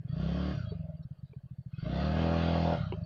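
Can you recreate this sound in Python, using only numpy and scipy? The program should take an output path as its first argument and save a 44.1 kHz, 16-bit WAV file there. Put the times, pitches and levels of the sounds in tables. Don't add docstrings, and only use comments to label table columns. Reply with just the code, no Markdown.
import sys
import numpy as np
from scipy import signal
from scipy.fft import rfft, irfft
from scipy.io import wavfile
from scipy.ndimage import uniform_filter1d

SR = 44100
rng = np.random.default_rng(int(sys.argv[2]) if len(sys.argv) > 2 else 0)


def master_out(mix):
    frames = np.transpose(np.atleast_2d(mix))
    ceiling = np.clip(frames, -1, 1)
    pcm = np.round(ceiling * 32767).astype(np.int16)
    wavfile.write(sys.argv[1], SR, pcm)


def convert_level_to_amplitude(level_db):
    exponent = np.asarray(level_db, float) / 20
    return 10 ** exponent


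N = 134505


def curve(table, col):
    rows = np.array(table, float)
    return np.interp(np.arange(N) / SR, rows[:, 0], rows[:, col])


def unit(x):
    return x / np.sqrt(np.mean(x ** 2))


def band(x, hz, width_hz):
    return signal.lfilter(*signal.iirpeak(hz, hz / width_hz, SR), x)


def band_twice(x, hz, width_hz):
    return band(band(x, hz, width_hz), hz, width_hz)


def noise():
    return rng.standard_normal(N)


def walk(rate_hz):
    hold = int(SR / rate_hz)
    steps = np.repeat(rng.standard_normal(N // hold + 1), hold)
    return 1.87 * uniform_filter1d(uniform_filter1d(steps, hold), hold)[:N]


def pulses(cycles, offset, lag_s, scatter_db, jitter_s):
    marks = np.arange(-1, int(cycles[-1]) + 1) + offset
    late, louder = rng.standard_normal((2, len(marks)))
    at = np.interp(marks, cycles, np.arange(N), right=2 * N)
    at = at + np.minimum(marks - cycles[0], 0) / (cycles[1] - cycles[0])
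    lag_s = np.interp(at, np.arange(N), lag_s + np.zeros(N))
    at = at + (lag_s + jitter_s * late) * SR
    ok = (at >= 0) & (at < N)
    return np.bincount(at[ok].astype(int), convert_level_to_amplitude(scatter_db * louder[ok]), N)


def thump(clicks, hz, swell_s, turn=0):
    t = np.arange(int(18 * swell_s * SR)) / SR
    peak_s = 4 * swell_s
    swell = (t / peak_s) ** 4 * np.exp(4 - t / swell_s)
    ring = swell * np.exp(2j * np.pi * hz * (t - peak_s))
    shift = int(peak_s * SR)
    return signal.fftconvolve(clicks * np.exp(-1j * np.pi * turn), ring)[shift:shift + N].real


# time in seconds, four-stroke cycles per second.
SPEED_HZ = [(0.0, 19.56), (0.118, 23.5), (0.194, 31.74), (0.379, 36.29), (0.546, 37.81), (0.642, 27.04),
            (0.947, 18.19), (1.196, 16.18), (1.409, 13.65), (1.678, 13.05), (1.774, 18.06), (1.863, 29.47),
            (2.054, 38.62), (2.246, 41.21), (2.515, 41.82), (2.796, 41.05), (2.826, 31.84), (3.05, 20.97)]


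def crank():
    hz = curve(SPEED_HZ, 1)
    return hz, .131 + np.cumsum(hz) / SR


# opens in seconds, opening time in seconds, shut in seconds,
# closing time in seconds, level in dB.
BLIPS = [
    (0.109, 0.13, 0.576, 0.08, -2.5),
    (1.739, 0.31, 2.8, 0.11, -0.5),
]


def throttle():
    t = np.arange(N) / SR
    opening, gain = 0, 0
    for opens_s, rise_s, shut_s, fall_s, db in BLIPS:
        ramp = np.clip(np.minimum((t - opens_s) / rise_s, (shut_s - t) / fall_s), 0, 1)
        opening = opening + ramp
        gain = gain + ramp * convert_level_to_amplitude(db)
    return opening, gain


# frequency in Hz, density in dB per Hz.
AIR_DB = [(150, -32), (250, -4.5), (409, -6), (670, -7), (1160, -24), (1580, -12), (2220, -33.5),
          (4480, -36.5), (7230, -56.5), (9400, -75), (15900, -120)]


def outdoors(opening):
    rows, air = np.array(AIR_DB, float), 0
    for hz in 260 * 2 ** np.arange(0, 4.7, 1 / 3):
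        db = np.interp(np.log(hz), np.log(rows[:, 0]), rows[:, 1]) + 0.46 * walk(25)
        air = air + convert_level_to_amplitude(db) * band_twice(noise(), hz, hz / 3)
    rumble = unit(band_twice(noise(), 35, 50)) * convert_level_to_amplitude(-73.5 + 2.5 * opening + 2.0 * walk(24))
    return unit(air) * convert_level_to_amplitude(-78.5) + rumble


# start in seconds, pitch in Hz, length in seconds, level in dB.
CHIRRS = [(0.092, 1287, 0.035, -71), (0.091, 1860, 0.039, -70.5), (0.077, 3330, 0.065, -69),
          (.085, 4550, 0.13, -70), (0.651, 3290, 0.051, -63.5), (0.688, 4500, 0.047, -70),
          (.61, 1619, 0.078, -71), (0.632, 1277, 0.045, -65), (0.947, 3150, 0.015, -79),
          (0.965, 4640, .025, -82), (1.024, 4340, 0.029, -75), (1.027, 3850, 0.019, -76.5),
          (1.023, 5410, 0.021, -81), (1.117, 3230, 0.017, -85), (1.178, 4500, 0.022, -83),
          (1.327, 2346, 0.0051, -66), (1.336, 4520, 0.026, -86), (1.377, 1550, 0.014, -81),
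          (1.455, 3160, .02, -90), (1.563, 4500, 0.036, -86), (1.7, 3210, .03, -81),
          (1.736, 2544, 0.053, -67), (1.738, 5370, 0.048, -87), (1.754, 3350, 0.047, -72),
          (1.781, 1414, .05, -62), (1.784, 4560, 0.073, -67.5), (2.8, 770, 0.11, -65),
          (2.798, 1110, 0.038, -66), (3.035, 4480, 0.032, -61)]


def chirrs():
    out, t = 0, np.arange(N) / SR
    for start_s, hz, length_s, db in CHIRRS:
        rise = (t - start_s) / 0.0035
        fall = (start_s + length_s - t) / 0.0074 + 1
        gate = np.clip(np.minimum(rise, fall), 0, 1)
        out = out + convert_level_to_amplitude(db) * gate * unit(band_twice(noise(), hz, 50))
    return out


# start in seconds, level in dB, pitch scale, brightness in dB.
KNOCKS = [
    (0.718, -30.5, 1.13, -49.5),
    (1.333, -48, 1.143, -27),
    (2.923, -28.5, 1.01, -10.5),
    (2.936, -37, 1.07, -9.5),
]
# pitch in Hz, level in dB, 60 dB decay in seconds, share of brightness 0-1.
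PLASTIC = [(371, 0.5, 0.055, 0), (563, -7, .025, .9), (790, -8.5, 0.047, 0.3), (940, 0, 0.037, 0.8),
           (1150, -7, 0.022, .9), (1400, -17, .02, 0.8), (2210, -7, 0.017, 0.5), (2600, -5.5, 0.023, 0.9),
           (2850, -6, 0.034, 0.81), (4250, -20.5, 0.038, 0.96)]


def knocks():
    out, t = np.zeros(N + SR), np.arange(SR // 5) / SR
    for start_s, db, scale, bright_db in KNOCKS:
        ring = 0
        for hz, mode_db, t60_s, share in PLASTIC:
            level = convert_level_to_amplitude(db + mode_db + share * bright_db - 60 * t / t60_s)
            ring = ring + level * np.sin(2 * np.pi * hz * scale * t + rng.uniform(0, 2 * np.pi))
        onset = 1 - np.exp(-t * convert_level_to_amplitude(bright_db / 2) / 0.00021)
        start = int(start_s * SR)
        out[start:start + len(t)] += ring * onset
    return out[:N]


def whine():
    return unit(band(noise(), 4484, 60)) * convert_level_to_amplitude(-97 + 4 * walk(15))


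# time in seconds, level in dB.
PANEL_DB = [(0, -23.5), (.1, -30), (.14, 4.5), (.55, 2.5), (.62, -4.5), (.67, 1.5), (.71, -2), (.8, 0.5),
            (.895, 6.5), (.93, -5), (1.01, -7.5), (1.04, -25), (1.8, -29.5), (1.86, 4), (2.78, 2),
            (2.9, -0.5), (2.98, -1), (3.04, -0.5)]


def panel(cycles, hz, opening):
    shake = noise() * (1.5 + np.exp(-(cycles % 1) / 1.8))
    centre_hz, width_hz = 618, 49
    buzz = unit(band(band(shake, centre_hz, width_hz), centre_hz, 2 * width_hz))
    db = -55.5 - 3 * opening + 6 * np.log10(hz / 20)
    return buzz * convert_level_to_amplitude(db + curve(PANEL_DB, 1) + 1.9 * walk(18))


# frequency in Hz, width in Hz, level in dB.
CASE_MODES = [(1289.5, 385, -0.5), (1587.5, 180, -6), (1966, 536, -6.5), (2698, 498, -9.5),
              (2882, 780, -7.5), (3350, 530, -6.5), (4342, 1040, -7.5), (4600, 480, -16), (5430, 690, -20),
              (6356, 500, -26.5), (7210, 970, -34)]
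# time in seconds, level in dB.
STRAIN_DB = [(0, -2), (.07, 1.5), (.1, 5), (.25, 7), (.5, 7), (.62, 6), (.7, 0.5), (.76, 0.5), (.95, -1),
             (1.3, 1.5), (1.68, 4.5), (1.74, 9.5), (1.8, 11), (1.95, 9.5), (2.4, 10), (2.76, 9),
             (2.85, 3.5), (3.05, 4.5)]


def casing(cycles, hz, opening):
    beat = 1.0 + np.exp(-((2 * cycles + 0.37) % 1) / 0.83)
    patchy_db = 4.0 - 2.0 * opening
    taps = pulses(cycles, .2, 0, 2.0, .0001) + pulses(cycles, .65, 0, 3.0, .0002)
    taps = .25 * unit(taps)
    rustle = 0
    for mode_hz, width_hz, db in CASE_MODES:
        for part_hz in mode_hz + width_hz * np.array([-.45, -.1, .3]):
            part = unit(band_twice(noise() * beat + taps, part_hz, width_hz / 3))
            rustle = rustle + convert_level_to_amplitude(db + patchy_db * (walk(17) - 0.53 * patchy_db)) * part
    coast_s, idle_hz = 0.051, 15.77
    pull = 1 / (coast_s * SR)
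    coast_hz = signal.lfilter([pull], [1, pull - 1], hz - hz[0]) + hz[0]
    speed_db = 61 * np.log10(np.maximum(hz, coast_hz) / idle_hz)
    return rustle * convert_level_to_amplitude(-86 + speed_db + curve(STRAIN_DB, 1))


# frequency in Hz, width in Hz, level in dB.
BOX_MODES = [(271, 80, 1.5), (500, 227, -13), (559, 47.5, 5), (691.6, 46.8, -1), (882, 143, -9)]
# time in seconds, effort in dB, brightness in dB per octave,
# second click share 0-1.
BREATH = [(0, -33.5, -6, 0.7), (.12, -26.5, -10, 0.1), (.2, -13, -1.5, 0.3), (.35, -6, -4.5, 0.4),
          (.52, -7.5, -5, 0.4), (.6, -23.5, -6, 0.4), (.7, -38.5, 4.5, 0.8), (1.76, -45.5, 7.5, .5),
          (1.86, -17.5, -12, 0.7), (1.96, -5.5, 0.5, 0.9), (2.1, -2.5, 0, 0.6), (2.28, 2.5, 1.5, 0.7),
          (2.45, -1.5, 2.5, .7), (2.6, 0.5, 7.5, 0.3), (2.74, 1.5, 6, 0.6), (2.8, -14.5, 4, .3),
          (2.87, -25, 7, 0), (3.05, -25.5, -2.5, 0)]


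def air_box(cycles):
    valve_cycle = .6
    clicks = pulses(cycles, valve_cycle, 0, 1.5, .00009)
    clicks = clicks + curve(BREATH, 3) * pulses(cycles, valve_cycle + .5, 0, 2.0, .00012)
    spread_s = .017
    t = np.arange(int(4 * spread_s * SR)) / SR
    paths = rng.standard_normal((2, len(t))) * np.exp(-t / spread_s) * (1 - np.exp(-t / .003))
    shape = rfft(paths)
    paths = irfft(shape / np.abs(shape) ** .7, len(t))
    drift = .6 * walk(2.5)
    smeared = signal.fftconvolve(clicks * np.cos(drift), paths[0])[:N]
    smeared = smeared + signal.fftconvolve(clicks * np.sin(drift), paths[1])[:N]
    air = noise() * (1.1 + np.exp(-((cycles - valve_cycle) % 1) / 0.9))
    drive = convert_level_to_amplitude(-40) * unit(smeared) + convert_level_to_amplitude(-51) * unit(air)
    bright_db, box = curve(BREATH, 2), 0
    for k, (hz, width_hz, db) in enumerate(BOX_MODES):
        level = (-1) ** k * convert_level_to_amplitude(db + bright_db * np.log2(hz / 567))
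        box = box + level * band_twice(drive, hz, 1.68 * width_hz)
    return convert_level_to_amplitude(curve(BREATH, 1) + 19) * box


def intake(cycles, gain):
    suck = pulses(cycles, 0, 0, .5, .00005) * gain
    gulp_s, echo_s, duct_lag_s = .0007, 0.01106, 0.00086
    t = np.arange(-400, 401) / SR
    gulp = signal.fftconvolve(suck, np.exp(-.5 * (t / gulp_s) ** 2), "same")
    gulp = gulp + convert_level_to_amplitude(-6.5) * np.roll(gulp, int(echo_s * SR))
    gulp = signal.sosfiltfilt(signal.butter(2, 61, "high", fs=SR, output="sos"), gulp)
    pump_gain = np.sqrt(np.clip(1.1 * gain - .25, 0, 1))
    pump = convert_level_to_amplitude(-33) * pump_gain * np.cos(4 * np.pi * cycles + 0.13)
    pump = pump + convert_level_to_amplitude(-63.5) * gain * np.cos(2 * np.pi * cycles)
    duct = convert_level_to_amplitude(-28.5) * thump(np.roll(suck, int(duct_lag_s * SR)), 174.2, 0.0036)
    return -convert_level_to_amplitude(-23) * gulp - pump - duct


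# time in seconds, blow-down thump in dB, valve-closing thump in dB,
# gap between them in seconds.
EXHAUST = [(0, -32, -53.5, 0.014), (.15, -26, -34.5, 0.0086), (.3, -29.5, -37.5, 0.0093),
           (.5, -33, -39, 0.0083), (.58, -23.5, -41, 0.008), (.64, -31, -30.5, 0.0068),
           (.7, -29.5, -29.5, 0.0083), (1.0, -36, -34.5, 0.0096), (1.12, -33, -44, .018),
           (1.66, -33, -37.5, 0.02), (1.8, -28.5, -62, 0.014), (1.95, -29, -34.5, 0.013),
           (2.15, -45.5, -54, 0.0093), (2.74, -31, -55.5, 0.0083), (2.82, -23, -31, 0.0085),
           (2.92, -32, -29, 0.0072), (3.05, -32.5, -27.5, 0.0081)]
# time in seconds, loss in dB.
MISFIRES = [
    (1.175, -23),
    (1.3, -14),
    (1.44, -6),
]
# start in seconds, end in seconds.
LOADED_S = [
    (.11, .53),
    (1.76, 2.765),
]
# time in seconds, overrun 0-1.
OVERRUN = [(0, 0), (.585, 0), (.64, 1), (1.065, 1), (1.09, 0), (2.815, 0), (2.84, .5), (2.875, .6),
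           (2.9, 1), (3.05, 1)]


def exhaust(cycles):
    t = np.arange(N) / SR
    loss_db = sum(db * (np.abs(t - at_s) < .02) for at_s, db in MISFIRES)
    loaded = sum((t > start_s) & (t < end_s) for start_s, end_s in LOADED_S)
    lag_s = 0.002 + .01 * (1 - loaded)
    over = curve(OVERRUN, 1)
    first = pulses(cycles, 0, lag_s - .002 * over, .8, .0002) * convert_level_to_amplitude(curve(EXHAUST, 1) + loss_db)
    second = pulses(cycles, 0, lag_s + curve(EXHAUST, 3), 1.2, .0003) * convert_level_to_amplitude(curve(EXHAUST, 2))
    both = thump(first * (1 - over), 128.4, 0.0024, over) - thump(second * (1 - over), 122.8, 0.0019)
    suck_hz, suck_s = 123, 0.0019
    both = both + thump(first * over, suck_hz, suck_s, .85 * over)
    both = both - thump(second * over, suck_hz, suck_s, .2 * over)
    return both + convert_level_to_amplitude(-4.5 + 4 * over) * band(both, 162.3, 13)


def scene():
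    hz, cycles = crank()
    opening, gain = throttle()
    around = outdoors(opening) + chirrs() + knocks()
    covers = whine() + panel(cycles, hz, opening) + casing(cycles, hz, opening)
    breathing = air_box(cycles) + intake(cycles, gain)
    return (around + covers + breathing + exhaust(cycles))[None]


def band_limit(x):
    return signal.sosfilt(signal.butter(12, 15440, fs=SR, output="sos"), x)


def record(dry):
    dull = signal.sosfilt(signal.butter(4, 7640, fs=SR, output="sos"), dry)
    mix = dull + convert_level_to_amplitude(-90) * rng.standard_normal(dull.shape)
    return band_limit(mix)


dry = scene()
out = record(dry)
master_out(out)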